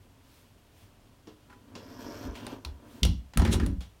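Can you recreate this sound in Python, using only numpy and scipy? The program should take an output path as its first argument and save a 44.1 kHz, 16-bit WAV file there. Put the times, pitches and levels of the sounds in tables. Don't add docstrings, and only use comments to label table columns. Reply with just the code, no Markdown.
import sys
import numpy as np
from scipy import signal
from scipy.fft import rfft, irfft, next_fast_len
from scipy.io import wavfile
from scipy.ndimage import uniform_filter1d

SR = 44100
rng = np.random.default_rng(int(sys.argv[2]) if len(sys.argv) > 2 else 0)


def wav_record(signal):
    frames = np.transpose(np.atleast_2d(signal))
    bounded = np.clip(frames, -1, 1)
    quanta = np.round(bounded * 32767).astype(np.int16)
    wavfile.write(sys.argv[1], SR, quanta)


N = 176400

# start_s, level_db, contact_ms
PUSHES = [(2.241, -31, 9.2), (2.649, -26, 13.8), (3.021, -22, 3.63), (3.044, -24.5, 4.34),
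          (3.078, -20.5, 5.44), (3.358, -21.5, 4.6), (3.371, -16.5, 5.7), (3.412, -20.5, 2.94),
          (3.452, -25, 2.18), (3.483, -21.5, 2.6), (3.533, -22.5, 2.42), (3.575, -22, 3.5),
          (3.620, -24.5, 2.72), (3.661, -28, 2.4), (3.692, -25.5, 5.46), (3.745, -30.5, 5)]
# pitch_hz, level_db, t60_s
PANEL_MODES = [(61, 2.5, 0.4), (75, 0.5, 0.36), (85, 3, 0.2), (104, 2, 0.26), (168, 1.5, 0.3),
               (188, -3.5, 0.34), (227, 0, 0.3), (274, 0, 0.4), (313, -4, 0.34), (355, -5, 0.35),
               (404, -5, 0.3), (556, -5.5, 0.4)]
# frequency_hz, level_db
CLOSET_COLOUR = [(20, -12.5), (40, -2), (65, 5), (130, -16.5), (200, -6.5), (350, -11.5), (500, -15.5),
                 (1000, -44.5)]

def panel_boom():
    out, body = np.zeros(N), ring(PANEL_MODES)
    for start, db, contact_ms in PUSHES:
        progress = np.arange(SR // 20) * 1000 / SR / contact_ms
        push = np.sin(np.pi * np.minimum(progress, 1)) ** 2
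        closet = amp(-.5) * colour(rng.standard_normal(SR) * fade(t60_s=.31), CLOSET_COLOUR)
        add(out, start, amp(db) * signal.fftconvolve(body / 2 + closet, push / push.sum()))
    return out

# start_s, wood_pitch_hz, wood_db, metal_db, tick_db
FRAME_BLOWS = [(3.0315, 215, -24.5, -17, -35), (3.051, 205, -25, -26.5, -26.5)]
# frequency_hz, level_db
TRIM_COLOUR = [(1750, -25), (2050, -6), (2450, -12.5), (2800, 0), (3450, 0), (4200, -5.5), (5700, -6.5),
               (7000, -15), (14000, -28.5)]

def frame_clack():
    return blows(FRAME_BLOWS, TRIM_COLOUR, (.026, -19, .28), edge_db=-26, ring_db=-23.5)

# start_s, wood_pitch_hz, wood_db, metal_db, tick_db
NEAR_KNOCKS = [(3.336, 1740, -42, -40, -83), (3.3735, 1350, -26.5, -29.5, -20.5),
               (3.396, 910, -27, -32, -43), (3.419, 900, -28, -30.5, -50), (3.450, 1830, -24, -31, -41),
               (3.477, 547, -32, -34, -58), (3.526, 910, -33.5, -27.5, -46), (3.542, 1320, -30.5, -31, -52),
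               (3.599, 1600, -30, -39.5, -50), (3.634, 1540, -38, -59, -69),
               (3.663, 604, -37.5, -39, -34.5)]
FAR_TAPS = [(1.272, 340, -49, -50, -74), (1.753, 456, -46, -41, -57), (2.352, 2730, -48.5, -58, -74),
            (3.807, 3400, -53.5, -45.5, -52.5)]
# frequency_hz, level_db
TRACK_COLOUR = [(800, 2.5), (2000, -11), (2900, -2.5), (4000, -4.5), (4800, -4.5), (5700, -9.5), (7000, -9),
                (11000, -41)]
TRACK_DECAY = (.015, -18, .22)  # crack_t60_s, tail_db, tail_t60_s

def track_knocks():
    near = blows(NEAR_KNOCKS, TRACK_COLOUR, TRACK_DECAY, edge_db=-20, ring_db=-24)
    far = blows(FAR_TAPS, TRACK_COLOUR, TRACK_DECAY, edge_db=-17.5, ring_db=-20, room_db=13)
    return near + far

# start_s, wood_pitch_hz, wood_db, metal_db, tick_db
ROLLER_BLOWS = [(2.467, 726, -34, -36.5, -42), (2.649, 1030, -41.5, -30.5, -43.5)]
# frequency_hz, level_db
GUIDE_COLOUR = [(2000, -9.5), (2450, 4.5), (2900, -5), (3900, 5), (5600, -2), (7000, -13), (16000, -17)]

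def roller_snaps():
    return blows(ROLLER_BLOWS, GUIDE_COLOUR, (.016, -19, .18), edge_db=-19.5, ring_db=-31.5)

# pitch_ratio, level_db
WOOD_COLOUR = [(.2, -9.5), (.65, -6.5), (1, -1), (1.45, -10), (2.6, -17), (7, -29), (20, -44)]
# pitch_hz, level_db, t60_s
EDGE_MODES = [(822, -0.5, 0.22), (993, 2, 0.32), (1350, -0.5, 0.18), (1857, 3, 0.067)]
# frequency_hz, level_db
TICK_COLOUR = [(2000, -1.5), (5500, -3), (7500, -4.5), (9600, 4.5), (11000, -6.5), (12500, -8),
               (16000, -14)]

def blows(rows, metal_colour, metal_decay, edge_db, ring_db, room_db=0):
    out = np.zeros(N)
    for start, wood_hz, wood_db, metal_db, tick_db in rows:
        wood = contact([(wood_hz * ratio, db) for ratio, db in WOOD_COLOUR], (.024, -11, .28), room_db)
        wood += amp(edge_db) * ring(EDGE_MODES, spread_db=2)
        clink = contact(metal_colour, metal_decay, room_db) + amp(ring_db) * metal_ring()
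        tick = contact(TICK_COLOUR, (.018, -20, .19), room_db)
        add(out, start, amp(wood_db) * wood * rise(.0008) + amp(metal_db) * clink + amp(tick_db) * tick)
    return out

def contact(spectrum, decay, room_db):
    crack_t60_s, tail_db, tail_t60_s = decay
    envelope = np.hypot(fade(crack_t60_s), amp(tail_db + room_db) * fade(tail_t60_s))
    return colour(rng.standard_normal(SR) * envelope, spectrum)

# pitch_hz, level_db
METAL_MODES = [(2089, -10), (2716, -4), (2870, -2), (2955, -3), (3315, -3), (3425, 0), (3973, -4),
               (4107, -4), (4226, -5), (4613, -6), (5380, -4), (5740, -3)]

def metal_ring(t60_s=.28, dry_t60_s=.05, direct_gain=.55):
    direct = ring([(hz, db, t60_s) for hz, db in METAL_MODES], spread_db=2)
    brief = ring([(hz, db, dry_t60_s) for hz, db in METAL_MODES])
    walls = signal.fftconvolve(brief, rng.standard_normal(SR) * fade(t60_s))[:SR]
    return direct_gain * direct + np.sqrt(1 - direct_gain ** 2) * np.std(direct) * unit(walls)

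# frequency_hz, level_db
DRAG_COLOUR = [(1000, -10), (2500, 0), (3800, 5.5), (4800, -6), (6000, -1), (9500, -1.5), (12000, -9),
               (16000, -21)]

def scrape(peak_s=3.531, rise_s=.009, fall_s=.017):
    t = seconds() - peak_s
    swell = np.exp(np.minimum(t / rise_s, -t / fall_s))
    friction = unit(grains() / 2 + rng.standard_normal(N))
    return amp(-29.5) * colour(friction * swell, DRAG_COLOUR)

# time_s, level_db
ROLL_LEVEL = [(1.3, -68), (1.62, -62.5), (1.78, -50), (1.86, -49.5), (2.1, -47), (2.28, -42), (2.33, -45.5),
              (2.52, -43), (2.6, -53), (2.78, -58), (2.95, -51), (3.03, -49.5), (3.2, -100)]
RUB_LEVEL = [(1.72, -82), (1.79, -55), (1.86, -57.5), (2.1, -49.5), (2.27, -50), (2.32, -61), (2.52, -57),
             (2.6, -68), (2.75, -95)]
SCUFF_LEVEL = [(2.3, -72), (2.355, -52), (2.53, -52.5), (2.6, -73)]
# frequency_hz, level_db
ROLL_COLOUR = [(30, -15), (60, -2.5), (105, -0.5), (140, -11), (275, 1.5), (370, -4.5), (650, -14),
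               (1050, -14), (1800, -24), (16000, -61)]
RUB_COLOUR = [(250, -3), (500, 3.5), (980, -1.5), (1600, -6), (3600, -11.5), (6000, -13.5), (10500, -27.5),
              (13000, -16), (16000, -30)]
SCUFF_COLOUR = [(350, -6), (750, 5.5), (1800, -13), (2900, 1), (5500, -15.5), (9000, -22.5)]

def rolling():
    room = rng.standard_normal(SR) * fade(t60_s=.21)
    room[0] += 20
    smeared = lambda: unit(signal.fftconvolve(grains(), room)[:N])
    rumble = colour(smeared(), ROLL_COLOUR) * curve(ROLL_LEVEL) * flutter()
    rub = colour(smeared(), RUB_COLOUR) * curve(RUB_LEVEL) * flutter()
    scuff = colour(smeared(), SCUFF_COLOUR) * curve(SCUFF_LEVEL)
    return rumble + rub + scuff

def guide_singing(pitch_hz=5150, climb_hz_per_s=1200, width_hz=850):
    rub_time = np.clip(seconds(), RUB_LEVEL[0][0], RUB_LEVEL[-1][0])
    hz = pitch_hz + climb_hz_per_s * (rub_time - RUB_LEVEL[2][0])
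    slips = signal.sosfilt(signal.butter(2, width_hz / 2, fs=SR, output="sos"), grains())
    level = amp(-10) * flutter() * curve(RUB_LEVEL)
    tone = np.sin(2 * np.pi * np.cumsum(hz) / SR + walk(width_hz / 2))
    return level * unit(slips * tone)

# pitch_hz, level_db, t60_s
NUDGE_MODES = [(307.3, 1.5, 0.37), (434, -4.5, 0.33), (530, -8, 0.28)]
# start_s, level_db
EDGE_BUMPS = [(1.497, -52.5), (1.524, -54)]

def handling(nudge_s=1.272):
    out = np.zeros(N)
    add(out, nudge_s, amp(-50) * ring(NUDGE_MODES, spread_db=2))
    rustle_colour = [(1400 * ratio, db) for ratio, db in WOOD_COLOUR]
    for start, db in EDGE_BUMPS:
        rustle = amp(3.5) * colour(rng.standard_normal(SR) * fade(t60_s=.11), rustle_colour)
        edge = ring(EDGE_MODES, spread_db=2) / 2
        add(out, start, amp(db) * (edge + rustle) * rise(.0044))
    return out

# peak_s, level_db's bell half width is the second column
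SWISH_SWELLS = [(.36, 0.084, -63.5), (.81, 0.052, -63.5), (2.95, 0.063, -60.5)]
# frequency_hz, level_db
SWISH_COLOUR = [(400, -5), (3500, -1), (7000, -7.5), (14000, -8.5)]

def swishes():
    swell = sum(amp(db) * np.exp(-.5 * ((seconds() - peak) / width) ** 2)
                for peak, width, db in SWISH_SWELLS)
    return swell * colour(rng.standard_normal(N), SWISH_COLOUR)

# frequency_hz, level_db
AIR_COLOUR = [(25, -1), (70, -7.5), (102, -0.5), (130, -10), (400, -19.5), (2410, -30), (16000, -39.5)]

def room_tone(hum_hz=97):
    hum = np.sin(2 * np.pi * hum_hz * seconds() + walk(10))
    return amp(-58) * colour(rng.standard_normal(N), AIR_COLOUR) + amp(-65.5) * hum

def amp(db):
    return 10 ** (np.asarray(db) / 20)

def seconds():
    return np.arange(N) / SR

def unit(x):
    return x / np.std(x)

def curve(points):
    return amp(np.interp(seconds(), *np.array(points).T))

def colour(x, points):
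    size = 2 * next_fast_len(len(x) // 2 + 4096)
    hz, db = np.array(points).T
    bin_hz = np.arange(size // 2 + 1) * SR / size
    gain = amp(np.interp(np.log(bin_hz + 1), np.log(hz), db))
    cepstrum = irfft(np.log(gain / np.sqrt(np.mean(gain ** 2))))
    cepstrum[1:size // 2] *= 2
    cepstrum[size // 2 + 1:] = 0
    return irfft(rfft(x, size) * np.exp(rfft(cepstrum)))[:len(x)]

def rise(time_s):
    return 1 - np.exp(-np.arange(SR) / SR / time_s)

def fade(t60_s):
    return np.exp(-np.log(1000) * np.arange(SR) / SR / t60_s)

def ring(modes, spread_db=0):
    t = np.arange(SR) / SR
    chance_db = spread_db * rng.standard_normal(len(modes))
    return sum((-1) ** k * amp(db + chance_db[k]) * fade(t60) * np.sin(2 * np.pi * hz * t)
               for k, (hz, db, t60) in enumerate(modes))

def walk(turns_per_s):
    hold = int(SR / turns_per_s)
    steps = rng.standard_normal(N)[np.arange(N) // hold]
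    return unit(uniform_filter1d(steps, hold))

def flutter(depth_db=1.7):
    return amp(depth_db * walk(turns_per_s=22))

def grains(slips_per_s=2000, spread_db=4):
    sizes = rng.standard_normal(N) * amp(spread_db * rng.standard_normal(N))
    return unit(sizes * (rng.random(N) < slips_per_s / SR))

def add(out, start_s, sound):
    i = int(start_s * SR)
    out[i:i + len(sound)] += sound[:max(N - i, 0)]

def scene():
    impacts = panel_boom() + frame_clack() + track_knocks() + roller_snaps()
    friction = scrape() + rolling() + guide_singing()
    return (impacts + friction + handling() + swishes() + room_tone())[None]

def record(dry):
    thin = signal.sosfilt(signal.butter(4, 30, "high", fs=SR, output="sos"), dry)
    return signal.sosfilt(signal.ellip(8, .2, 70, 16000, fs=SR, output="sos"), thin)

dry = scene()
out = record(dry)
wav_record(out)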